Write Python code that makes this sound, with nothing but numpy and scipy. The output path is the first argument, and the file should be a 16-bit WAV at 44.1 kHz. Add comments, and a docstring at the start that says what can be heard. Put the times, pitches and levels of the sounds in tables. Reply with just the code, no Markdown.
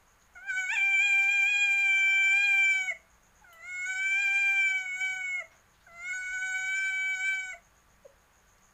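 """A caged civet gives three long, high, clear calls in a small tiled room and later one short gulp.
Its voice sums sine partials shaped by throat resonances, with noise for the air hissing through the folds.
The cage ticks now and then (noise bursts and ringing wires) and an insect chirps (pulsed, filtered noise).
A far appliance drones on wavering low sines, and the room hums faintly as spectrally shaped noise."""
import sys
import numpy as np
from scipy import signal
from scipy.io import wavfile
from scipy.ndimage import uniform_filter1d

SR = 44100
rng = np.random.default_rng(int(sys.argv[2]) if len(sys.argv) > 2 else 0)


def bounce(signal):
    """Save signal as a 16-bit WAV file at the path given by the first command-line argument."""
    frames = np.transpose(np.atleast_2d(signal))
    limited = np.clip(frames, -1, 1)
    pcm = np.round(limited * 32767).astype(np.int16)
    wavfile.write(sys.argv[1], SR, pcm)


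N = 384993  # length in samples

# The calls. Each row: start in s, end in s, first-breath lift of the fundamental in dB,
# share by which the pitch drops in the choke.
CALLS = [(.351, 2.935, 10, .1), (3.414, 5.432, 30, 0.088), (5.865, 7.552, 13, .07)]
# Pitch while each call starts, then while it is held, before jitter and choke.
# One list a call; each row: time in s, pitch in Hz.
ONSET_PITCH = [
    [(0.353, 747), (0.367, 738), (0.377, 702), (0.475, 804), (0.529, 742), (0.587, 761), (0.673, 735),
     (0.699, 765), (0.733, 917), (0.751, 890), (0.771, 808), (0.8, 776)],
    [(3.42, 864), (3.44, 824), (3.45, 755), (3.458, 731), (3.546, 657), (3.552, 669), (3.586, 657),
     (3.636, 683), (3.65, 703), (3.678, 719), (3.7, 726)],
    [(5.865, 794), (5.881, 697), (5.897, 678), (5.917, 672.5), (5.973, 690), (5.985, 681), (6.091, 737.4),
     (6.1, 731)],
]
HOLD_PITCH = [
    [(0.81, 778.1), (0.85, 792), (0.95, 781.6), (0.98, 770), (1.04, 812), (1.09, 805.1), (1.12, 791),
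     (1.27, 789.5), (1.33, 807.8), (1.44, 785.4), (1.5, 827), (1.56, 805.6), (1.62, 816.4), (1.7, 795),
     (1.82, 795.7), (1.89, 780.9), (2.31, 779.1), (2.37, 799), (2.46, 807.8), (2.51, 792), (2.71, 775),
     (2.87, 750), (2.89, 729)],
    [(3.71, 725.4), (3.84, 726), (3.896, 757), (3.928, 758.8), (3.942, 749.5), (4.06, 776.7), (4.14, 778.5),
     (4.22, 806.3), (4.266, 783.6), (4.382, 796.6), (4.612, 782.4), (4.752, 761), (4.804, 757), (4.93, 732),
     (5.034, 762.8), (5.198, 748.3), (5.39, 718.4)],
    [(6.11, 721), (6.144, 747.3), (6.312, 740.2), (6.336, 757.6), (6.37, 741.6), (6.436, 755.6),
     (6.534, 745), (6.55, 756.5), (6.616, 750.5), (6.792, 772.7), (6.9, 768.3), (6.908, 761.2),
     (7.112, 765.2), (7.182, 749.5), (7.286, 775.8), (7.51, 744)],
]
# Voice control through each call, one list a call. Each row: time in s, effort in dB before the throat,
# lift of the second partial in dB, level of the treble in dB before the resonances.
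VOICE_CONTROL = [
    [(0.35, -39.5, 12, -64), (0.38, -48.5, 19.5, -75), (0.46, -51, 15.5, -84), (0.5, -35, 17.5, -54.5),
     (0.6, -22.5, 5, -51), (0.68, -27.5, 6, -53), (0.74, -24, -0.5, -44.5), (0.8, -24, -5.5, -53.5),
     (1, -22, -4.5, -50.5), (1.8, -23, -3.5, -50), (2.4, -21.5, -1.5, -49.5), (2.75, -22.5, -3, -49),
     (2.89, -22.5, -6.5, -53)],
    [(3.42, -77.5, 1, -87), (3.45, -60.5, 24, -85), (3.6, -46.5, 5, -71), (3.7, -34.5, 11.5, -57.5),
     (3.88, -27.5, 8.5, -50), (4.1, -26, 2, -50.5), (4.4, -24, 0.5, -49), (4.75, -24, 0, -52),
     (4.9, -26.5, -2, -58), (5.05, -23.5, -0.5, -50), (5.2, -24.5, -1, -55), (5.39, -27.5, -1, -60.5)],
    [(5.865, -59.5, 25.5, -83), (5.9, -50.5, 10.5, -89), (5.97, -43.5, 7.5, -69), (6.1, -28, 9.5, -51),
     (6.3, -30, 10.5, -53), (6.55, -24, 4.5, -51.5), (6.8, -29, 7.5, -50), (7.1, -26.5, 3, -53.5),
     (7.3, -26, 4.5, -49), (7.42, -29, 2, -55.5), (7.51, -28.5, 1.5, -55)],
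]
# Throat and mouth under the first four partials. Each row: frequency in Hz, gain in dB re effort.
LOW_THROAT = [(650, -33.5), (760, -24.5), (800, -23), (920, -15.5), (1400, -20), (1550, -12.5),
              (1800, -10.5), (2000, -5.5), (2200, -5), (2380, -1.5), (2700, -13.5), (2950, -12.5),
              (3120, 0), (3600, -4)]
# Throat and mouth above the fourth partial. Each row: frequency in Hz, gain in dB re the treble level.
HIGH_THROAT = [(3600, -16), (4040, 0), (4400, -22.5), (4800, -8.5), (5150, -20.5), (5420, -11.5),
               (5900, -15.5), (6280, -7.5), (6520, -12), (6750, 2), (7300, 2), (8000, -11.5), (8700, -21.5),
               (9150, -37.5), (13500, -36), (14200, -19.5), (15300, -23), (16500, -37)]
# Resonances of the air hissing through the folds. Each row: centre in Hz, width of one filter pass in Hz,
# level in dB re the effort of the call at zero hoarseness.
AIR_RESONANCES = [(703, 1800, -68), (1500, 260, -66.5), (2032, 170, -44), (6900, 1500, -49)]
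# Cracks of the voice. Each row: centre in s, spread in s, added hoarseness on a scale of 0-1.
VOICE_CRACKS = [(.35, 0.041, 0.39), (.75, .045, .35), (3.62, .04, .3), (5.867, 0.033, 0.4)]
# Change through the choke, in dB, of partials 1 (at the snap), 2, 3 and 4, then of the treble.
CHOKE_CHANGE_DB = [8.5, -12, -13.5, -15, -17]
# Narrow bands cancelled by room echoes, so a partial dims as it slides through.
# Each row: centre in Hz, half width in Hz, depth in dB.
ROOM_NOTCHES = [(735, 12, -15), (773.8, 4.1, -18.5), (821.3, 8, -20), (1457.5, 15, -8), (1639, 7.4, -9.5),
                (2245.4, 18.1, -14), (2981, 15, -10), (3105, 12, -4.5), (3167, 25, -8), (3916, 60, -16.5),
                (4683, 56, -12.5), (6130, 48, -5.5), (6860, 33, -6.5), (7124, 33, -11), (7665, 28, -9.5),
                (7815, 39, -10.5)]
# The gulp. Each row: time in s, pitch in Hz, level of the fundamental in dB.
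GULP_CURVE = [(8.046, 600, -63), (8.054, 590, -47.5), (8.064, 512, -45.5), (8.069, 493, -53),
              (8.073, 494, -73)]
# Ticks and scuffs on the cage. Each row: start in s, level in dB, rise time constant in s,
# fall time constant in s, centre in Hz, width of one filter pass in Hz, share of wire ring.
CAGE_TICKS = [(.213, -70, 0.0043, 0.0078, 4040, 1500, 0.1), (1.215, -55, .015, 0.035, 4400, 6010, 0.17),
              (3.527, -57.5, .002, .012, 13500, 8050, 0.33),
              (5.513, -62.5, 0.004, 0.061, 1500, 2010, 0.041), (5.513, -69, .003, 0.014, 5700, 795, 0.0063),
              (5.73, -72, 0.016, 0.027, 3700, 1990, 0.089), (5.80, -70.5, .01, 0.022, 3520, 2520, 0.068),
              (5.915, -72, .004, .015, 3970, 1500, 0.016), (6.096, -68, 0.00091, 0.0064, 14000, 6000, 0),
              (6.215, -68, .01, 0.019, 4000, 2000, 0), (6.322, -68, .01, 0.018, 4000, 2000, 0),
              (6.55, -66, .01, .025, 4500, 2500, 0), (7.25, -66, .01, .025, 4010, 2500, 0),
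              (8.582, -67, .001, 0.0043, 5300, 3480, 0.016)]
# Wires ringing after a tick. Each row: frequency in Hz, level in dB before the share, t60 in s.
WIRE_MODES = [(2995, 12, 0.093), (3370, -25, 0.12), (4775, -22, .04)]
# Pace of the insect. Each row: time in s, chirps counted so far.
CHIRP_COUNT = [(-.036, 0), (2.995, 23), (5.576, 43), (7.523, 57), (7.915, 60), (8.8, 66)]
# Tones of a far appliance. Each row: mean frequency in Hz, mean amplitude in dB.
APPLIANCE_TONES = [(53, -74), (101, -79), (190, -78.5), (1160, -77.5)]
# Relative spectrum of room hum and microphone hiss. Each row: frequency in Hz, density in dB per Hz.
HUM_SPECTRUM = [(12, -14.5), (22, 2), (34, -3), (53, 8), (74, -6), (171, -5), (266, -14.5), (393, -11.5),
                (1010, -7.5), (1160, -9.5), (1500, -7), (2610, -16), (3700, -20.5), (5090, -23.5),
                (7730, -25), (15500, -27)]
# Decay of the room. 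Each row: frequency in Hz, t60 in s, relative level in dB.
ROOM_DECAY = [(400, 0.38, 2), (1000, 0.3, -2), (2000, .33, -11), (3060, 0.28, 3.5), (7000, 0.22, 1)]

FOURTH_DB = -16.5  # the folds give a weak fourth partial
SHUT_DB, OPEN_DB = -75.5, -57  # treble level with mouth shut and open
MURMUR_DB, MUFFLE_DB = 19.5, -3  # a shut mouth lifts the fundamental and dims the third partial
FULL_DB, TOP_FOLLOWS = -22, .8  # partials over 9 kHz fade further when effort falls short of full
MID_FOLLOWS = 0.27  # partials 5 and 6 share the lift of the second
BLUR = .0018  # rms phase jitter, radians per squared partial number
BREATH_S = 0.022  # time constant of the first breath
TRAIL_S, TRAIL_DB = .075, -17  # the fundamental alone hums on after the choke while it fades
CHOKE_S, SNAP = .031, .35  # length of the choke; the pitch snaps down in this share of it
CLEAR, CHOKE_HOARSE = .05, .45  # hoarseness 0-1: of the held voice, added by the choke
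WOBBLE = .032  # share by which a fully hoarse voice throws the pitch about, rms
HUM_DB = -64.5
EDGE_HZ = 15560  # upper band limit


def cry(start, end, breath_db, drop, onset_hz, hold_hz, controls):
    """Source-filter principle: vocal folds give harmonic partials and hissing air, the throat weights them."""
    t = np.arange(start, end + TRAIL_S, 1 / SR)
    stop = np.clip((end - t) / .008, 0, 1)
    trail = np.clip((t - end) / TRAIL_S, 0, 1)
    s, *curves = np.transpose(controls)
    effort_db, lift_db, treble_db = (np.interp(t, s, curve) for curve in curves)
    shut = np.clip((OPEN_DB - treble_db) / (OPEN_DB - SHUT_DB), 0, 1)
    choke = np.clip(1 - (end - t) / CHOKE_S, 0, 1)
    snap = np.minimum(choke / SNAP, 1)
    hoarse = hoarseness(t, choke)

    glide = uniform_filter1d(np.interp(t, *np.transpose(onset_hz + hold_hz)), 200) * (1 - drop * snap)
    jitter = 0.0019 * drift(len(t), 0.0091) + WOBBLE * hoarse * drift(len(t), 0.0055)
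    hz = glide * (1 + jitter)
    turn = 2 * np.pi * np.cumsum(hz) / SR

    breath = breath_db * np.exp((start - t) / BREATH_S)
    first_db = MURMUR_DB * shut + breath + TRAIL_DB * np.sqrt(trail)
    own_db = [first_db, lift_db, MUFFLE_DB * shut, FOURTH_DB]
    low_db = low_levels(effort_db, own_db, glide, hz, choke, snap)
    low = low_partials(low_db, turn, hoarse, stop, trail)
    high = high_partials(effort_db, lift_db, treble_db, glide, hz, turn, choke, hoarse)
    effort = np.sqrt(sum(gain_of(db) ** 2 for db in low_db))
    air = stop * effort * (1 + 30 * hoarse) * fold_hiss(turn)
    call = np.sqrt(2) * (low + stop * high) + air
    return start, call * np.minimum((t - start) / .009, 1)


def hoarseness(t, choke):
    """Irregular fold vibration, on a scale of 0-1, grows at the cracks and in the choke."""
    cracks = sum(amount * np.exp(-((t - at) / spread) ** 2) for at, spread, amount in VOICE_CRACKS)
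    return np.clip(CLEAR + CHOKE_HOARSE * np.minimum(3 * choke, 1) + cracks, 0, 1)


def low_levels(effort_db, own_db, glide, hz, choke, snap):
    """Cascaded filters multiply, so source, throat, room and choke levels of partials 1-4 add in dB."""
    levels = []
    for k in (1, 2, 3, 4):
        resonance = read(LOW_THROAT, k * glide)
        notches = dimming(k * uniform_filter1d(hz, 300))
        choke_db = CHOKE_CHANGE_DB[k - 1] * (snap if k == 1 else choke)
        levels.append(effort_db + resonance + notches + own_db[k - 1] + choke_db)
    return levels


def low_partials(low_db, turn, hoarse, stop, trail):
    """Fourier synthesis of partials 1-4; hoarseness makes each stutter by amplitude modulation."""
    low = 0
    for k, db in enumerate(low_db, 1):
        ending = 1 - trail if k == 1 else stop
        stutter = 1 + 1.29 * hoarse * np.tanh(drift(len(turn), 0.0065))
        low = low + gain_of(db) * ending * stutter * np.sin(k * turn + 2 * np.pi * rng.random())
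    return low


def high_partials(effort_db, lift_db, treble_db, glide, hz, turn, choke, hoarse):
    """Fourier synthesis of partials 5-22, weighted by resonance and blurred by phase modulation."""
    high = 0
    for k in range(5, 23):
        top_db = (k * glide > 9000) * TOP_FOLLOWS * (effort_db - FULL_DB)
        middle_db = (k < 7) * MID_FOLLOWS * lift_db
        source_db = treble_db + CHOKE_CHANGE_DB[-1] * choke + top_db + middle_db
        filter_db = uniform_filter1d(read(HIGH_THROAT, k * hz) + dimming(k * hz), 200)
        # each partial wavers in level by itself, at random and quickly
        db = source_db + filter_db + 3.11 * drift(len(turn), 0.025) - 12 * hoarse
        blur = BLUR * k ** 2 * drift(len(turn), .003)  # the higher the partial, the fuzzier
        high = high + gain_of(db) * np.sin(k * turn + blur + 2 * np.pi * rng.random())
    return high


def fold_hiss(turn):
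    """Turbulence noise, puffed once a cycle by the folds and coloured by resonances."""
    air = rng.standard_normal(len(turn)) * (1 + 0.2 * np.cos(turn))
    return sum(gain_of(db) * evened(resonate_twice(air, hz, width)) for hz, width, db in AIR_RESONANCES)


def gulp():
    """A frequency glide: a short falling throat note with a weak second harmonic."""
    s, hz, db = np.transpose(GULP_CURVE)
    t = np.arange(s[0], s[-1], 1 / SR)
    turn = 2 * np.pi * np.cumsum(np.interp(t, s, hz)) / SR
    tone = np.sin(turn) + 0.083 * np.sin(2 * turn)
    return s[0], np.sqrt(2) * gain_of(np.interp(t, s, db)) * tone


def cage():
    """Impulsive excitation: each tick is a quick scratch of noise; a hard one sets wire modes ringing."""
    out, t = np.zeros(N), np.arange(SR // 5) / SR
    ring = sum(gain_of(db - 60 * t / t60) * np.sin(2 * np.pi * hz * t) for hz, db, t60 in WIRE_MODES)
    for s, db, rise, fall, hz, width, share in CAGE_TICKS:
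        scratch = evened(resonate_twice(rng.standard_normal(len(t)), hz, width))
        shape = (1 - np.exp(-t / rise)) * np.exp(-t / fall)
        add(out, s, gain_of(db) * (scratch * shape / shape.max() + share * ring))
    return out


def insect():
    """Stridulation: each chirp swells over wing scrapes, about ninety a second, in a high resonance."""
    t = np.arange(N) / SR
    turn = 2 * np.pi * (np.interp(t, *np.transpose(CHIRP_COUNT)) - .04)
    swell = .35 + (.5 + .5 * np.cos(turn + .4 * np.cos(turn))) ** 1.3  # quick rise, slower fall
    scrapes = 1 + .5 * np.cos(2 * np.pi * np.cumsum(90 + 6 * drift(N, 0.57)) / SR)
    wing = rng.standard_normal(N) * scrapes
    for _ in range(4):  # steep flanks
        wing = resonate(wing, 6600, 1050)
    return gain_of(-70 + 1.8 * drift(N, .15)) * swell * evened(wing)


def room(x):
    """Reverberation: sparse echoes of random sign decay at a rate set by frequency, with one far wall."""
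    taps = np.zeros(SR // 2)
    at = np.arange(300, SR // 2 - 20, 20)  # one tap in every 20 samples
    taps[at + rng.integers(0, 20, len(at))] = rng.choice([-1., 1.], len(at))
    hz, t, z = signal.stft(taps, SR, nperseg=256)
    f, t60, db = np.transpose(ROOM_DECAY)
    decay_db = 60 * t / np.interp(hz, f, t60)[:, None]
    z = z * gain_of(np.interp(hz, f, db)[:, None] - decay_db)
    tail = signal.istft(z, SR, nperseg=256)[1]
    tail = tail / np.linalg.norm(tail)
    add(tail, .048, [.5])  # the far wall
    return signal.fftconvolve(x, tail)[:N]


def dimming(hz):
    """Destructive interference: the dB change that the room notches make at a frequency."""
    return sum(db / (1 + ((hz - f) / half) ** 2) for f, half, db in ROOM_NOTCHES)


def drone():
    """Frequency and amplitude modulation: a far appliance's few low tones waver in pitch and strength."""
    out = 0
    for hz, db in APPLIANCE_TONES:
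        level = gain_of(db + 2.5 * drift(N, .1))
        out = out + level * np.sin(2 * np.pi * np.cumsum(hz + 4 * drift(N, 0.049)) / SR)
    return out


def hum():
    """Filtered noise: random short-time spectra with drifting patches and a slow swell in the bass."""
    frames, hz = N // 512 + 5, np.fft.rfftfreq(2048, 1 / SR)
    a, b, patches = rng.standard_normal((frames, 1025, 3)).T
    patches = evened(uniform_filter1d(uniform_filter1d(patches, 20, 0), 6, 1))
    swell = evened(uniform_filter1d(rng.standard_normal(frames), 20)) * (hz[:, None] < 60)
    z = (a + 1j * b) * gain_of(read(HUM_SPECTRUM, hz)[:, None] + 0.45 * patches + 1.5 * swell)
    return gain_of(HUM_DB) * evened(signal.istft(z, nperseg=2048, noverlap=1536)[1][:N])


def gain_of(db):
    """Decibel law: 20 dB is a tenfold amplitude."""
    return 10 ** (np.asarray(db) / 20)


def evened(x):
    """Normalization to an rms of 1."""
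    return x / np.sqrt(np.mean(x ** 2) + 1e-20)


def read(points, hz):
    """Interpolation of a response curve along log frequency."""
    f, value = np.transpose(points)
    return np.interp(np.log(hz + 1), np.log(f + 1), value)


def add(mix, s, sound):
    """Superposition: adds a sound into the mix from time s in seconds."""
    part = mix[round(s * SR):][:len(sound)]
    part += sound[:len(part)]


def resonate(x, hz, width):
    """Heterodyne resonance of gain 1: shifts hz down to zero, smooths, and shifts back."""
    turn = np.exp(2j * np.pi * hz * np.arange(len(x)) / SR)
    r = np.exp(-np.pi * width / SR)
    return 2 * (turn * signal.lfilter([1 - r], [1, -r], x / turn)).real


def resonate_twice(x, hz, width):
    """Cascaded resonance: two equal passes steepen the flanks."""
    return resonate(resonate(x, hz, width), hz, width)


def drift(length, seconds):
    """Low-passed noise: smooth chance of rms 1 that changes within about the given time."""
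    size = max(round(seconds * SR), 1)
    return evened(uniform_filter1d(uniform_filter1d(rng.standard_normal(length), size), size))


def scene():
    """Superposition of the near sounds, their room response and the background."""
    near = cage()
    for span, *curves in zip(CALLS, ONSET_PITCH, HOLD_PITCH, VOICE_CONTROL):
        add(near, *cry(*span, *curves))
    add(near, *gulp())
    boom = resonate(near, 640, 4)  # one low room mode, set ringing as a call drops through it
    reverberant = near + gain_of(-11.0) * room(near) + gain_of(-2) * boom
    return (reverberant + insect() + drone() + hum())[None]


def record(dry):
    """Band limitation: a linear-phase low-pass removes what lies above the edge."""
    lowpass = signal.firwin(1501, EDGE_HZ, window=("kaiser", 9), fs=SR)
    return signal.oaconvolve(dry, lowpass[None], "same")


dry = scene()
out = record(dry)
bounce(out)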